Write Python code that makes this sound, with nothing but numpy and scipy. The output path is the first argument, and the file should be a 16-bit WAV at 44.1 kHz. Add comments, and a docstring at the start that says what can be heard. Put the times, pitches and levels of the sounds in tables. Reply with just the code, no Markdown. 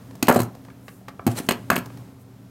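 """A small room with a low hum: small steel pliers are put down on a wooden craft table and rattle to rest.
The jaws jangle, wire ticks faintly; a hand lands on the pliers, slides them, knocks them twice and lifts them.
Contacts are shaped noise bursts; table and steel ring as struck resonators; rattles are runs of touches.
Slides are random slips, brushes are high hiss; the room is decaying noise, its hum wavering tones in soft air."""
import sys
import numpy as np
from scipy import signal
from scipy.fft import rfft, irfft
from scipy.io import wavfile
from scipy.ndimage import uniform_filter1d

SR = 44100
rng = np.random.default_rng(int(sys.argv[2]) if len(sys.argv) > 2 else 0)


def int16_out(signal):
    """Quantize to a 16-bit WAV file."""
    q = np.round(np.clip(np.atleast_2d(signal).T, -1, 1) * 32767)
    wavfile.write(sys.argv[1], SR, q.astype(np.int16))


N = 110250

# air noise: [f/Hz, level/dB per third octave before the swing]
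AIR_LEVEL_DB = [(25, -86.5), (50, -73.5), (80, -65.5), (110, -54), (150, -58.5), (200, -56.5), (260, -56.5),
                (330, -65.5), (500, -63.5), (800, -66.5), (1300, -69.5), (2500, -74), (5000, -74),
                (10000, -74), (13000, -71), (16000, -74)]
# swing of air and hum together: [t/s, level/dB]
BACKGROUND_SWING_DB = [(0, 4.5), (.6, 2.5), (1.0, -1), (1.6, 4.5), (2.0, 5.5), (2.2, -1), (2.5, 0)]
# hum tones: [f/Hz, level/dB before the swing, cutoff of the waver/Hz]
HUM_TONES = [(117.7, -50, 2.4), (188.6, -56.5, 1.4), (266.7, -53.5, 15.5), (387, -63.5, 12)]
HUM_WAVER = 0.5   # rms of the waver against the steady tone

# light ticks of wire and fingers: [t/s, tick level/dB, body level/dB, knock level/dB, clack level/dB]
TICKS = [(0.109, -55.5, -53, -57.5, -59.5), (0.153, -49.5, -48, -59, -62), (0.5499, -54, -46, -56, -61),
         (0.6495, -56.5, -55.5, -54.5, -59.5), (0.684, -71, -50, -50, -62),
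         (0.7015, -65, -70.5, -51.5, -56), (0.8812, -50.5, -47, -46, -45), (1.013, -74, -51.5, -71, -67.5),
         (1.0825, -47, -43.5, -38, -45.5), (1.194, -76, -37, -38.5, -50), (0.889, -56, -62, -46, -54),
         (1.0905, -55, -48, -48, -54), (1.3625, -46, -46, -64, -54), (1.4655, -47, -62, -72, -77),
         (1.8588, -45, -48.5, -48, -57), (1.9015, -77, -46.5, -53.5, -54), (1.9726, -51.5, -52, -54.5, -61)]
# centres of body, knock, clack, tick: [f/Hz]
TICK_HZ = [720, 1260, 2650, 5600]
# colour of a tick: [f/Hz, level/dB per third octave]
TICK_COLOUR_DB = [(30, -53), (100, -10), (300, -12), (700, -1.5), (930, -5), (1180, 0.5), (1450, -4.5),
                  (1750, -2.5), (2600, -5), (5000, -7), (8000, -11), (14000, -10)]
# pliers touch the table: [t/s, then level/dB of tick, boom, thud, body, knock, clack, ping]
KNOCKS = [(0.2265, -26.5, -24, -19.5, -29, -33, -26.5, -23.5), (0.2699, -43, -52, -42, -33, -56, -35, -40),
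          (0.2831, -25.5, -26, -19.5, -16.5, -15, -24.5, -31), (0.288, -25, -37, -19, -28, -23, -39, -27.5),
          (0.2945, -30, -64, -24, -13, -23, -27, -40), (0.2995, -29, -21.5, -17.5, -16.5, -24, -35.5, -37),
          (0.3127, -40, -28, -28, -31, -21, -36, -41), (0.3243, -34, -56, -29, -21.5, -34, -46, -36),
          (0.3447, -35, -46, -43, -44, -50, -46, -40), (0.36, -34, -28, -20.5, -16.5, -31, -39.5, -36.5),
          (0.3652, -41, -24, -16.5, -25.5, -35, -38, -40), (0.3908, -38, -35, -28, -23, -35, -42, -43),
          (0.402, -32, -26.5, -18.5, -27, -32.5, -38, -35.5), (0.4175, -36, -21, -47, -32, -50, -43, -40.5),
          (0.4315, -42, -58, -43, -48, -39, -68, -42),
          (1.2663, -30, -25.5, -17.5, -24.5, -38.5, -35.5, -35.5),
          (1.2748, -39, -21, -22.5, -24.5, -37, -39, -36), (1.2838, -49, -20, -35, -31, -54, -48, -50.5),
          (1.4015, -66, -38.5, -29, -41.5, -53, -54, -52),
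          (1.4884, -26.5, -34.5, -19, -20, -25, -20, -26.5), (1.5092, -30, -33, -24, -28, -29.5, -23, -34),
          (1.5202, -40.5, -41, -35, -35, -46, -37, -35), (1.7016, -26.5, -36.5, -19, -28.5, -12, -27, -27),
          (1.715, -40, -26, -40, -23, -36, -31, -49), (1.7295, -42, -27, -29, -43.5, -41, -42, -44),
          (1.7405, -55, -39, -40, -64, -42, -46, -49.5), (1.7575, -37, -47, -28, -39, -45, -48.0, -34),
          (1.763, -29, -37, -32.5, -28, -28, -25.5, -40.5), (1.7785, -43, -26.5, -27, -39, -47, -48, -39),
          (1.786, -39.5, -54, -48, -44, -42, -45, -46)]
# centres of boom, thud, body, knock, clack, ping, tick: [f/Hz]
KNOCK_HZ = [105, 280, 720, 1350, 2600, 6000, 12000]
# colour of a knock's crack: [f/Hz, level/dB per third octave]
KNOCK_COLOUR_DB = [(30, -33), (60, -28), (115, -2), (150, -6.5), (250, -2), (500, -6), (1300, -2),
                   (2000, -3.5), (2700, -4.5), (3600, -9.5), (4250, -4), (5800, -8), (6800, -7),
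                   (8300, -2.5), (10000, -8), (13500, 0), (16000, -12)]
CRACK_SPAN_S = 0.0087   # a contact's level is its mean over this time
PUSH_DB, CONTACT_S = -3.5, 0.00063   # first push: level against the scatter, decay time constant
SCATTER_RISE_S, SCATTER_EVEN_HZ = 0.0008, 936   # time constant; spectrum is evened over this width
KNOCK_SCATTER_T60_S, TICK_SCATTER_T60_S = 0.019, 0.022

# room reflections: [f/Hz, level/dB against the direct sound]
ROOM_LEVEL_DB = [(100, -17), (250, -13), (700, -8.5), (1500, -9), (3000, -12), (7000, -16), (15000, -15)]
# room decay: [f/Hz, t60/s]
ROOM_T60_S = [(100, .6), (300, 0.25), (1200, 0.27), (3000, 0.21), (8000, 0.16), (15000, 0.17)]
ROOM_DELAY_S = 0.0092

# ring of the wood and the steel lying on it: [f/Hz, t60/s]
RING_T60_S = [(120, .18), (250, .11), (600, .07), (1400, .08), (2500, .052), (4000, .045), (14000, .035)]
# table-top modes: [f/Hz, level/dB before TABLE_DB]
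TABLE_MODES = [(118, 4), (185, 0.5), (245, 2), (376, -0.5), (441, -0.5), (543, -3.5), (599, -5.5), (705, 3),
               (917, -26), (992, -6), (1073, 1.5), (1150, -14), (1290, -2), (1372, -5.5), (1444, -12),
               (1590, -8), (1970, -6.5)]
# pliers modes: [f/Hz, level/dB before STEEL_DB]
STEEL_MODES = [(2190, -1), (2560, 5), (2860, -1), (3060, -0.5), (3300, -5), (3950, -4.5), (4280, -4),
               (6640, 4), (7600, -9.5), (8500, -2.5), (10230, -5), (12600, -4), (13150, -4), (14000, -9)]
TABLE_DB, STEEL_DB, STRIKE_SPREAD_DB = -6, -4.5, 1.5

# loose jaws jangle until the wood stops them: [t/s, length/s, level/dB]
JANGLES = [(.23, .014, -55), (.365, 0.017, -37.5), (.391, 0.029, -39.5), (1.368, .022, -37),
           (1.49, 0.0118, -31.5)]
# jaw modes: [f/Hz, relative level/dB, t60/s]
JAW_MODES = [(4060, -1.5, .04), (4200, -6, 0.027), (7430, -3, 0.018), (8500, 0, 0.01)]
# loose things on the table chatter after a hard knock: [t/s, length/s, level/dB]
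CHATTERS = [(.297, 0.058, -31.5), (1.712, 0.046, -30)]
# modes of the loose things: [f/Hz, relative level/dB, t60/s]
CHATTER_MODES = [(1073, 7, 0.0235), (1396, 7, 0.0083), (1630, 2.5, 0.018), (2090, 0.5, 0.013)]
JANGLE_TOUCHES_PER_S, CHATTER_TOUCHES_PER_S = 560, 500
RATTLE_FADE_DB = 10   # weakening of the touches over one run

# pliers slide over the wood: [start t/s, loudest t/s, end t/s, peak level/dB]
SLIDES = [(0.33, 0.338, 0.46, -35), (1.349, 1.388, 1.411, -28.5), (1.28, 1.314, 1.36, -39),
          (1.389, 1.43, 1.69, -49), (1.71, 1.723, 1.80, -41), (1.78, 1.86, 2.2, -62)]
# colour of a slide: [f/Hz, relative level/dB per third octave]
SLIDE_COLOUR_DB = [(100, -5), (400, 6.5), (1200, 7.5), (2600, 7.5), (4100, 3.5), (5500, 5.5), (8000, 10),
                   (11000, 12.5), (16000, 4)]
SLIPS_PER_S, SLIP_SPREAD_DB = 3500, 3.5
SLIDE_FADE_DB = 17   # depth below the peak at either end

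# the arm brushes past: [centre t/s, half length/s, peak level/dB]
BRUSHES = [(0.915, .1, -59), (2.215, 0.023, -62)]
# brush pass band, lower and upper edge: [f/Hz]
BRUSH_HZ = [6800, 15300]

BAND_EDGES_HZ = 22 * 2 ** (np.arange(30) / 3)
LOW_CUT_HZ, CUTOFF_HZ = 92, 16000


def from_db(db):
    """Decibels to gain."""
    return 10 ** (np.asarray(db) / 20)


def rms_one(x):
    """Scale to rms 1."""
    return x / np.sqrt(np.mean(x ** 2) + 1e-20)


def unit_energy(x):
    """Scale each row to energy 1."""
    return x / np.sqrt(np.sum(x ** 2, axis=-1, keepdims=True) + 1e-20)


def decay(t, t60_s):
    """Exponential fall of 60 dB in t60_s."""
    return np.exp(-np.log(1000) * t / t60_s)


def at_hz(points, hz):
    """Read a table on a log-frequency axis."""
    freqs_hz, values = np.transpose(points)
    return np.interp(np.log(hz), np.log(freqs_hz), values)


def filtered(x, hz, kind):
    """Second-order Butterworth filter."""
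    return signal.sosfilt(signal.butter(2, hz, kind, fs=SR, output="sos"), x)


def bands():
    """Third-octave centres and band-passes."""
    for low_hz, high_hz in zip(BAND_EDGES_HZ, BAND_EDGES_HZ[1:]):
        sos = signal.butter(2, [low_hz, high_hz], "band", fs=SR, output="sos")
        yield np.sqrt(low_hz * high_hz), sos


def place(rows, sounds):
    """Lay one sound at the time of each row."""
    out = np.zeros(N + SR)
    for row, sound in zip(rows, sounds):
        start = int(row[0] * SR)
        out[start:start + len(sound)] += sound
    return out[:N]


def strength_db(rows, centres_hz, hz):
    """Drive of each contact at hz; the tick, first in the row, is the highest part."""
    log_centres = np.log(centres_hz)
    return np.array([np.interp(np.log(hz), log_centres, [*lower, tick]) for _, tick, *lower in rows])


def shaped(x, gain):
    """Minimum-phase filter: causal, given gain per frequency, most compact attack."""
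    cepstrum = irfft(np.log(gain + 1e-9))
    half = cepstrum.shape[-1] // 2
    cepstrum[:, 1:half] *= 2
    cepstrum[:, half + 1:] = 0
    return irfft(rfft(x) * np.exp(rfft(cepstrum)))


def air():
    """Soft noise, levelled per third octave."""
    out = np.zeros(N)
    for hz, sos in bands():
        noise = signal.sosfilt(sos, rng.standard_normal(N + SR // 4))[-N:]   # filter settled
        out += from_db(at_hz(AIR_LEVEL_DB, hz)) * rms_one(noise)
    return out


def hum():
    """Appliance tones; slow noise on sine and cosine wavers level and phase."""
    t, out = np.arange(N) / SR, np.zeros(N)
    for hz, db, width_hz in HUM_TONES:
        slow = filtered(rng.standard_normal((2, N + SR)), width_hz, "low")[:, SR:]
        in_phase, quadrature = HUM_WAVER * rms_one(slow[0]), HUM_WAVER * rms_one(slow[1])
        phase = 2 * np.pi * (hz * t + rng.random())
        tone = (1 + in_phase) * np.sin(phase) + quadrature * np.cos(phase)
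        out += from_db(db) * rms_one(tone)
    return out


def background():
    """Air and hum under a common level swing."""
    swing_db = np.interp(np.arange(N) / SR, *np.transpose(BACKGROUND_SWING_DB))
    return (air() + hum()) * from_db(swing_db)


def cracks(rows, centres_hz, colour_db, t60_s):
    """A short push and milliseconds of scatter per contact, coloured by the point of impact."""
    t = np.arange(4096) / SR
    hz = np.maximum(np.fft.rfftfreq(len(t), 1 / SR), 10)
    envelope = decay(t, t60_s) * (1 - np.exp(-t / SCATTER_RISE_S))
    scatter = unit_energy(rng.standard_normal((len(rows), len(t))) * envelope)
    push = np.exp(-t / CONTACT_S)
    burst = scatter - from_db(PUSH_DB) * push / push.sum()
    # even out the burst's own spectrum, then impose the wanted one
    even_bins = int(SCATTER_EVEN_HZ * len(t) / SR)
    power = uniform_filter1d(np.abs(rfft(burst)) ** 2, even_bins, axis=1)
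    third_octave = (2 ** (1 / 6) - 2 ** (-1 / 6)) * hz / (SR / 2)   # share of the full band
    wanted = from_db(strength_db(rows, centres_hz, hz) + at_hz(colour_db, hz))
    gain = wanted * np.sqrt(CRACK_SPAN_S * SR / (third_octave * power))
    return place(rows, shaped(burst, gain))


def ticks():
    """Light contacts of wire and fingers: crack only, no ring."""
    return cracks(TICKS, TICK_HZ, TICK_COLOUR_DB, TICK_SCATTER_T60_S)


def room(x):
    """Diffuse reflections as delayed noise, with level and decay set per third octave."""
    t = np.arange(SR * 2 // 3) / SR
    response = np.zeros(len(t))
    for hz, sos in bands():
        fall = decay(t, at_hz(ROOM_T60_S, hz)) * (t > ROOM_DELAY_S)
        # 1e-18 keeps the filters clear of denormals
        band_share = np.sqrt(np.sum(signal.sosfilt(sos, (t == 0) + 1e-18) ** 2))
        tail = signal.sosfilt(sos, rng.standard_normal(len(t)) * fall + 1e-18)
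        response += band_share * from_db(at_hz(ROOM_LEVEL_DB, hz)) * unit_energy(tail)
    return signal.fftconvolve(x, response)[:N]


def ringing(modes):
    """Two-pole resonators, each struck by every knock at its own strength; high modes die sooner."""
    out = np.zeros(N)
    for hz, db in modes:
        spread_db = STRIKE_SPREAD_DB * rng.standard_normal(len(KNOCKS))
        hits = from_db(strength_db(KNOCKS, KNOCK_HZ, hz) + db + spread_db)
        strikes = place(KNOCKS, hits[:, None]) + 1e-18
        radius = decay(1 / SR, at_hz(RING_T60_S, hz))
        angle = 2 * np.pi * hz / SR
        out -= signal.lfilter([0, np.sin(angle)], [1, -2 * radius * np.cos(angle), radius ** 2], strikes)
    return out


def pliers():
    """Steel on wood: crack, table-top thud, ring of the tool."""
    crack = cracks(KNOCKS, KNOCK_HZ, KNOCK_COLOUR_DB, KNOCK_SCATTER_T60_S)
    table = from_db(TABLE_DB) * ringing(TABLE_MODES)
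    steel = from_db(STEEL_DB) * ringing(STEEL_MODES)
    return crack + table + steel


def rattles(rows, modes, touches_per_s):
    """Runs of quick, uneven, weakening touches re-excite a few short rings."""
    t, runs = np.arange(SR // 8) / SR, []
    for _, length_s, db in rows:
        times = np.cumsum(rng.uniform(0.3, 1.7, 64))   # in mean intervals
        samples = (SR * (times - times[0]) / touches_per_s).astype(int)
        touches = np.bincount(samples, minlength=len(t))[:len(t)]
        touches = touches * from_db(-RATTLE_FADE_DB * t / length_s) * (t < length_s)
        run = np.zeros(len(t))
        for hz, mode_db, t60_s in modes:
            note = np.sin(2 * np.pi * hz * t) * decay(t, t60_s)
            ring = signal.fftconvolve(touches * rng.standard_normal(len(t)), note)
            run = from_db(mode_db) * unit_energy(ring) + np.pad(run, (0, len(ring) - len(run)))
        runs.append(from_db(db) * np.sqrt(length_s * SR) * unit_energy(run))
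    return place(rows, runs)


def jangles():
    """Touches of the loose jaws excite steel modes."""
    return rattles(JANGLES, JAW_MODES, JANGLE_TOUCHES_PER_S)


def chatters():
    """Touches of loose things on the table excite lower modes."""
    return rattles(CHATTERS, CHATTER_MODES, CHATTER_TOUCHES_PER_S)


def slides():
    """Dense tiny slips over the grain swell and fade with each push."""
    t = np.arange(N) / SR
    slips = (rng.random(N) < SLIPS_PER_S / SR) * rng.choice([-1, 1], N)
    slips = slips * from_db(SLIP_SPREAD_DB * rng.standard_normal(N))
    push = np.zeros(N)
    for start_s, top_s, end_s, db in SLIDES:
        fade_db = SLIDE_FADE_DB * np.interp(t, [start_s, top_s, end_s], [1, 0, 1])
        push += from_db(db - fade_db) * (t > start_s) * (t < end_s)
    scrape = np.zeros(N)
    for hz, sos in bands():
        band = signal.sosfilt(sos, slips * rng.standard_normal(N))
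        scrape += from_db(at_hz(SLIDE_COLOUR_DB, hz)) * rms_one(band)
    return push * rms_one(scrape)


def brushes():
    """Faint high rustle of the arm: band-passed noise under Gaussian swells."""
    t = np.arange(N) / SR
    hiss = rms_one(filtered(rng.standard_normal(N), BRUSH_HZ, "band"))
    return hiss * sum(from_db(db) * np.exp(-((t - t_s) / half_s) ** 2) for t_s, half_s, db in BRUSHES)


def scene():
    """Work on the table, low-cut, with its room and the background."""
    work = ticks() + pliers() + jangles() + chatters() + slides() + brushes()
    work = filtered(work, LOW_CUT_HZ, "high")
    return (work + room(work) + background())[None]


def record(dry):
    """tanh rounds the peaks; a steep low-pass cuts the top."""
    low_pass = signal.ellip(10, 0.2, 90, CUTOFF_HZ, fs=SR, output="sos")
    return signal.sosfilt(low_pass, np.tanh(dry))


dry = scene()
out = record(dry)
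int16_out(out)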